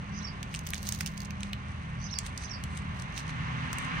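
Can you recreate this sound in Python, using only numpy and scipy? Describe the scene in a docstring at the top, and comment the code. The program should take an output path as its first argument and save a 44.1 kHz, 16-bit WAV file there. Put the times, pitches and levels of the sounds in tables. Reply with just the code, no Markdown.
"""Outdoors, over the drone of far engines, a small bird whistles one phrase. Fingers then pry open
a dry, fibrous seed husk close to the microphone: each pull tears fine fibres in a crackle, and
stiffer strands snap and set bits of shell ringing. After two seconds the bird repeats its phrase
twice among sparser pulls and snaps. Near the end the road noise swells."""
import sys
import numpy as np
from scipy import signal
from scipy.fft import rfft, irfft
from scipy.io import wavfile

SR = 44100
rng = np.random.default_rng(int(sys.argv[2]) if len(sys.argv) > 2 else 0)


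def inscribe(sig):
    """Save sig as 16-bit PCM at rate SR to the path in sys.argv[1].

    A 1-D sig is mono; a 2-D sig holds one channel per row.
    Samples are clipped to [-1, 1] before scaling.
    """
    pcm = np.round(np.clip(np.atleast_2d(sig).T, -1, 1) * 32767)
    wavfile.write(sys.argv[1], SR, pcm.astype(np.int16))


N = 176400
T = np.arange(N) / SR

IDLER_HZ, NEARING_HZ = 40.1, 62.7  # fundamentals of two far engines
# Their harmonics. Each row: multiple of the fundamental, level in dB.
IDLER_HARMONICS = [(2, -46), (4, -47.5), (5, -55), (10, -67)]
NEARING_HARMONICS = [(2, -45.5), (4, -59.5)]
# Two higher drones. Each row: pitch in Hz, a list of (time in seconds, level in dB).
HIGH_DRONES = [(200.3, [(0, -41.5), (.22, -35.5), (0.402, -47.5), (1.5, -43.5), (1.751, -64), (2.25, -48.5),
               (2.799, -47), (3.2, -59)]), (158.7, [(0, -54), (2.8, -52), (3.3, -39.5), (4, -46)])]
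# Spectra of the road noise. Each row: frequency in Hz, spectral density in dB.
RUMBLE_SPECTRUM = [(15, -84), (27, -71), (42, -62.5), (65, -58.5), (110, -59), (185, -63), (225, -71),
                   (300, -80), (450, -83.5), (800, -80), (3000, -125)]
TYRE_SPECTRUM = [(60, -98), (130, -70.5), (260, -75), (380, -91), (500, -87), (660, -89.5), (830, -82.5),
                 (1080, -76), (1280, -79), (1500, -80.5), (1800, -78), (2120, -78), (2450, -82),
                 (2800, -81), (3400, -88), (4200, -99), (6000, -102), (8500, -107), (11000, -121),
                 (16000, -128)]
# Rise and fall of the engines and the road. Each row: time in seconds, gain in dB.
IDLER_SWELL = [(0, -1), (3, -0.5), (4, -2.5)]
NEARING_SWELL = [(0, -28), (1.6, -0.5), (2.7, 0.5), (3.6, 6), (4, 6)]
RUMBLE_SWELL = [(0, 0), (1.8, -2), (3.2, -0.5), (3.8, -2.5)]
TYRE_SWELL = [(0, -2.5), (.2, 0), (.7, -3.5), (1.8, -1.5), (2.7, 0), (3.3, 3), (3.42, 6), (3.67, 7),
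              (3.78, 7.5), (4, 10.5)]

# The bird's phrases. Each row: time of the loudest note in seconds, level in dB, time stretch as
# a ratio, gain of the opening trill and upsweep in dB.
BIRD_PHRASES = [(0.249, -39, 0.96, 0.5), (2.131, -37, 1.02, 0), (2.514, -38.5, .92, 0)]
# A trill, an upsweep and two falling notes. Each row: time from the loudest note in seconds,
# pitch in Hz, gain in dB.
SONG_CONTOUR = [(-.15, 5200, -26.5), (-.11, 5400, -11), (-.062, 5550, -1.5), (-.052, 4600, -30),
                (-.038, 3203, -14), (-.028, 4200, -11), (-.023, 5000, -14), (-.018, 6200, -1),
                (-.012, 5250, -23), (-.002, 5550, 1.5), (.003, 5550, 5), (.009, 5100, -8),
                (0.014, 4650, -27), (.028, 4720, 4.5), (.032, 4900, -18), (.036, 5150, 0.5),
                (.041, 4550, -1.5), (.044, 4400, -28)]
TRILL_PER_S, TRILL_DEPTH_HZ, TRILL_TOP_DB, TRILL_DIP_DB = 77, 656, 2, 9.5
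TRILL_ENDS_S, RASP_ENDS_S = -0.061, -0.012  # times within the contour
RASP_JITTER, CLEAR_JITTER = 0.0276, 0.0027  # shares of the pitch

# Pulls on the fibres. Each row: time of the peak in seconds, build-up in seconds, level in dB,
# sizzle of the finest hairs in dB relative to that level.
FIBRE_PULLS = [(.555, 0.048, -50.5, -12), (.685, 0.066, -55, -4), (.77, 0.031, -49.5, -10),
               (0.874, 0.046, -42.5, -4), (.95, .04, -44.5, -1), (1.01, 0.026, -47.5, -1),
               (1.075, 0.016, -48, -2), (1.225, 0.079, -54.5, -1), (1.471, 0.033, -53, -14),
               (1.71, .04, -58.5, -20), (2.265, 0.026, -45.5, -16), (2.426, 0.037, -45.5, -23),
               (2.779, 0.062, -50, -17), (3.02, 0.078, -55, -10), (3.181, 0.024, -41, -12),
               (3.291, 0.02, -48, -23), (3.85, 0.086, -50.5, -15)]
# Spectrum of tearing fibres. Each row: frequency in Hz, gain in dB.
FIBRE_SPECTRUM = [(500, -13), (1500, -2.5), (3000, 5.5), (4500, 4), (6500, 6.5), (9000, 3), (12000, -16.5),
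                  (15000, -20)]
RELEASE_S, HANDLING_DB, FIBRES_PER_S, FIBRE_SPREAD_DB = 0.024, -65.5, 9000, 3
BUNDLE_GAP_S, BUNDLE_S, BUNDLE_SPREAD_DB, RUB_SHARE = (0.18 / 220, 1.4 / 220), 0.0026, 6.5, 0.53
# Breaking strands. Each row: start in seconds, crack level in dB, pitch of the shell piece in Hz,
# its bandwidth in Hz, its ring level in dB, splinter sizzle in dB.
STRAND_SNAPS = [(0.4293, -33.5, 3050, 1480, -33.5, -37), (0.5417, -34, 2960, 1810, -30.5, -38),
                (0.5483, -30, 3020, 1110, -29, -57), (0.56, -32, 3580, 2500, -48, -52),
                (0.57, -43, 3600, 2500, -43, -55), (.591, -33, 3100, 2500, -38, -37),
                (0.667, -33, 3800, 2500, -41, -58), (0.671, -32, 3030, 2000, -34.5, -29),
                (0.6893, -36, 3800, 2500, -47, -46), (0.7045, -34, 3970, 2500, -49, -27),
                (0.7349, -26.5, 2820, 3160, -23, -38), (0.7439, -28, 3650, 3000, -53, -38),
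                (0.7546, -52, 3200, 2500, -36, -40), (0.78, -34.5, 3600, 2500, -50, -42),
                (.8292, -35, 3960, 2500, -55, -35), (0.869, -33, 4200, 2500, -54, -52),
                (0.8744, -32, 4200, 2500, -50, -45), (0.8895, -23.5, 2980, 1490, -33.5, -21.5),
                (0.923, -21, 3430, 2450, -30, -29), (0.9475, -36, 4000, 2500, -53, -51),
                (0.989, -39, 4000, 2500, -52, -40), (1.0078, -24, 2900, 3420, -26.5, -30),
                (1.0098, -25.5, 2880, 3400, -28, -30), (1.0611, -26.5, 3040, 1400, -30.5, -29),
                (1.068, -32, 3600, 2500, -39, -41), (1.0745, -31, 3320, 2500, -36, -52),
                (1.177, -33.5, 3760, 2500, -43, -44), (1.204, -34, 3940, 2500, -50, -40),
                (1.218, -40.5, 4000, 2500, -54, -46), (1.249, -39.5, 4000, 2500, -67, -53),
                (1.2552, -41.5, 4000, 2500, -66, -56), (1.3067, -40, 2720, 800, -38, -42),
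                (1.4063, -39, 3800, 2000, -43, -50), (1.4318, -31.5, 2760, 800, -30.5, -47),
                (1.5317, -37, 2810, 786, -26.5, -38.5), (2.1397, -55, 3120, 3360, -34, -65),
                (2.1871, -19.5, 3376, 1474, -29.5, -32), (2.2643, -32.5, 4090, 2590, -38.5, -42),
                (2.3766, -29, 4150, 1200, -57, -58), (2.638, -32.5, 3050, 1480, -35.5, -37),
                (2.7746, -35, 3900, 2500, -42, -73), (2.998, -38, 4000, 2500, -59, -57),
                (3.022, -35.5, 3870, 2500, -42, -64), (3.1774, -28, 3440, 2700, -29, -39),
                (3.2938, -44, 1890, 2200, -32, -60), (3.73, -29.5, 2000, 2000, -31, -32),
                (3.7848, -28, 3030, 3040, -33, -34)]
SNAP_S = 0.0018  # each part of a snap has the energy of its level held this long
SPLITS_PER_S, SPLIT_DECAY_S, FIRST_SPLIT_DB = 6000, 0.0014, 6
SHELL_T60_S, SHELL_TAIL_DB = 0.014, -9
CRACK_HZ, SIZZLE_HZ, HUSK_LIKENESS = (4340, 8980), (11220, 14940), 0.46
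RADIATES_HZ = (1170, 8900)  # so small a shell gives off no bass
# Movement of the husk between the ports. Each row: time in seconds, left minus right in dB.
HUSK_BALANCE = [(.4, 0.5), (.7, 0.5), (.89, 0.5), (.93, -2), (1.3, -1), (1.55, 0), (2.2, 5), (2.65, 5.5),
                (3.15, -1), (3.75, 4.5)]

# Response of the two microphone ports. Each row: frequency in Hz, left gain in dB, right gain in dB.
PORT_RESPONSE = [(483, -2, -1.5), (1140, 0.5, 1.5), (3270, -4, -1.5), (4100, 0.5, 5), (5250, -14, 2),
                 (6510, -17.5, 4.5), (7160, -6.5, -4), (8180, 1, -23), (9040, 0, -31), (10900, -2, -12.5),
                 (13100, -10, -8), (14600, -14, -4)]
# Port resonances, left then right. Each row: frequency in Hz, bandwidth in Hz, gain in dB.
PORT_RESONANCES = [(8360, 210, -9), (6140, 100, -9)]


def from_db(db):
    """Amplitude grows tenfold with every 20 dB."""
    return 10 ** (np.asarray(db) / 20)


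def unit_rms(x):
    """Normalisation to unit mean power."""
    return x / np.sqrt(np.mean(x ** 2) + 1e-20)


def envelope(points):
    """Amplitude envelope through (seconds, dB) points."""
    return from_db(np.interp(T, *np.transpose(points)))


def gain_at(points, hz):
    """Magnitude response through (Hz, dB) points on a logarithmic frequency axis."""
    point_hz, db = np.transpose(points)
    return from_db(np.interp(np.log(hz + 1), np.log(point_hz), db))


def drift(per_s):
    """Random modulation: straight lines between standard normal values."""
    knots = rng.standard_normal(int(per_s * N / SR) + 3)
    return np.interp(T * per_s, np.arange(len(knots)), knots)


def band(x, edges_hz, order=2):
    """Causal band-pass; at first order, a damped resonator."""
    return signal.sosfilt(signal.butter(order, edges_hz, "band", fs=SR, output="sos"), x)


def colour(x, spectrum, size=1024):
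    """Minimum-phase filtering: folding the cepstrum makes the response causal."""
    cepstrum = irfft(np.log(gain_at(spectrum, np.fft.rfftfreq(size, 1 / SR))))[:size // 2]
    cepstrum[1:] *= 2
    response = irfft(np.exp(rfft(cepstrum, size)))
    return signal.fftconvolve(x, response)[:N]


def pair(two, likeness):
    """Partial coherence: the sum and difference of two unrelated signals form left and right."""
    mid, side = np.sqrt(1 + likeness) * two[0], np.sqrt(1 - likeness) * two[1]
    return np.array([mid + side, mid - side]) / np.sqrt(2)


def scatter(x, t60_s, wet_db):
    """Diffuse reflection from nearby walls and things adds a slightly dull, dying tail."""
    t = T[:SR // 2]
    tail = band(rng.standard_normal((2, len(t))) * from_db(-60 * t / t60_s) * (t > .003), [300, 9900])
    tail /= np.sqrt(np.sum(tail ** 2, axis=1, keepdims=True))
    return x + from_db(wet_db) * signal.fftconvolve(x, tail, axes=1)[:, :N]


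def road_noise(spectrum, swell, likeness):
    """Spectral shaping of white noise gives the smooth sound of a far road."""
    white = pair(rng.standard_normal((2, N)), likeness)
    shaped = irfft(rfft(white) * gain_at(spectrum, np.fft.rfftfreq(N, 1 / SR)), N)
    return shaped * np.sqrt(SR / 2) * envelope(swell)


def engine(hz, harmonics, swell, wander=0.00605, flutter_db=3):
    """A periodic source sounds harmonics, which waver in level and phase on their long way."""
    phase = 2 * np.pi * np.cumsum(hz * (1 + wander * drift(3.994))) / SR
    hum = 0
    for multiple, db in harmonics:
        amplitude = np.sqrt(2) * from_db(db + flutter_db * drift(7))
        hum += amplitude * np.sin(multiple * phase + 0.49 * drift(6.6) + 2 * np.pi * rng.random())
    return hum * envelope(swell)


def traffic(lag_s=0.00038):
    """Path difference: sound from the road reaches the right port first."""
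    engines = engine(IDLER_HZ, IDLER_HARMONICS, IDLER_SWELL)
    engines += engine(NEARING_HZ, NEARING_HARMONICS, NEARING_SWELL)
    drones = sum(engine(hz, [(1, 0)], swell) for hz, swell in HIGH_DRONES)
    rumble = road_noise(RUMBLE_SPECTRUM, RUMBLE_SWELL, likeness=0.999)
    tyres = road_noise(TYRE_SPECTRUM, TYRE_SWELL, likeness=0.51)
    left, right = engines + drones + rumble + scatter(tyres, t60_s=0.073, wet_db=-11)
    return np.array([np.interp(T - lag_s, T, left), right])


def bird():
    """Frequency and amplitude modulation of a whistle: a raspy opening, then clear falling notes."""
    song = 0
    contour_s, contour_hz, contour_db = np.transpose(SONG_CONTOUR)
    for peak_s, db, stretch, opening_db in BIRD_PHRASES:
        t = (T - peak_s) / stretch
        trilling, opening = t < TRILL_ENDS_S, t < RASP_ENDS_S
        swing = np.cos(2 * np.pi * TRILL_PER_S * (t - TRILL_ENDS_S))
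        hz = np.interp(t, contour_s, contour_hz) + TRILL_DEPTH_HZ * swing * trilling
        hz *= 1 + np.where(opening, RASP_JITTER, CLEAR_JITTER) * drift(900)
        # the trill is loudest at its upper turning points
        trill_db = trilling * (TRILL_TOP_DB * swing - TRILL_DIP_DB * (1 - swing ** 2))
        rasp_db = opening * (opening_db + 2 * drift(250))
        amplitude = from_db(db + np.interp(t, contour_s, contour_db) + trill_db + rasp_db)
        sounding = (t > contour_s[0]) * (t < contour_s[-1])
        song += amplitude * sounding * np.sin(2 * np.pi * np.cumsum(hz) / SR)
    return scatter(np.array([song, song]), t60_s=0.18, wet_db=-6.5)


def tearing():
    """Shot noise: fine fibres give way in little bundles as each pull builds up and lets go."""
    crackle_power, sizzle_power = from_db(HANDLING_DB) ** 2, 0
    for peak_s, build_s, db, sizzle_db in FIBRE_PULLS:
        falloff = np.maximum((peak_s - T) / build_s, (T - peak_s) / RELEASE_S)
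        pull_power = from_db(db) ** 2 * np.exp(-2 * falloff)
        crackle_power += pull_power
        sizzle_power += pull_power * from_db(sizzle_db) ** 2
    starts = np.cumsum(rng.uniform(*BUNDLE_GAP_S, size=2000))
    strength = from_db(BUNDLE_SPREAD_DB * np.clip(rng.standard_normal(len(starts)), -2, 1.5))
    latest = np.maximum(np.searchsorted(starts, T) - 1, 0)
    bundles = RUB_SHARE + strength[latest] * np.exp(-np.abs(T - starts[latest]) / BUNDLE_S)
    breaks = rng.random(N) < FIBRES_PER_S / SR
    sizes = from_db(FIBRE_SPREAD_DB * np.minimum(rng.exponential(1, N), 4))
    clicks = pair(rng.standard_normal((2, N)) * breaks * sizes * bundles, HUSK_LIKENESS)
    crackle = unit_rms(np.array([colour(channel, FIBRE_SPECTRUM) for channel in clicks]))
    sizzle = unit_rms(band(clicks, SIZZLE_HZ))
    return np.sqrt(crackle_power) * crackle + np.sqrt(sizzle_power) * sizzle


def snaps(size=1100):
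    """Impulse excitation: a strand breaks in a dying run of splits that crack, sizzle and ring shell."""
    sound, t = np.zeros((2, N + size)), T[:size]
    for start_s, crack_db, shell_hz, width_hz, shell_db, sizzle_db in STRAND_SNAPS:
        splits = rng.standard_normal((2, size)) * (rng.random((2, size)) < SPLITS_PER_S / SR)
        splits *= np.exp(-t / SPLIT_DECAY_S)
        splits[0, 0] += from_db(FIRST_SPLIT_DB)
        tail = rng.standard_normal((2, size)) * from_db(SHELL_TAIL_DB - 60 * t / SHELL_T60_S)
        force = pair(splits + tail, HUSK_LIKENESS)
        ring_hz = shell_hz + np.array([-.5, .5]) * width_hz
        ring = band(band(force, ring_hz, order=1), ring_hz, order=1)
        shell = from_db(shell_db) * unit_rms(band(ring, RADIATES_HZ))
        crack = from_db(crack_db) * unit_rms(band(force, CRACK_HZ))
        sizzle = from_db(sizzle_db) * unit_rms(band(force, SIZZLE_HZ))
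        start = int(start_s * SR)
        sound[:, start:start + size] += (crack + sizzle + shell) * np.sqrt(SNAP_S * SR / size)
    return sound[:, :N]


def scene():
    """Superposition of the close husk, placed by level difference, the far traffic and the bird."""
    lean = np.sqrt(envelope(HUSK_BALANCE))
    husk = (snaps() + tearing()) * np.array([lean, 1 / lean])
    return scatter(husk, t60_s=0.11, wet_db=-16) + traffic() + bird()


def record(dry):
    """Each microphone port colours the treble and resonates; a steep low-pass cuts the top."""
    heard = []
    for channel, (hz, width_hz, db) in enumerate(PORT_RESONANCES):
        coloured = colour(dry[channel], np.array(PORT_RESPONSE)[:, [0, channel + 1]])
        ring = band(coloured, [hz - width_hz / 2, hz + width_hz / 2], order=1)
        heard.append(coloured + from_db(db) * ring)
    low_pass = signal.ellip(10, .2, 80, 16200, fs=SR, output="sos")
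    return signal.sosfilt(low_pass, np.array(heard))


dry = scene()
out = record(dry)
inscribe(out)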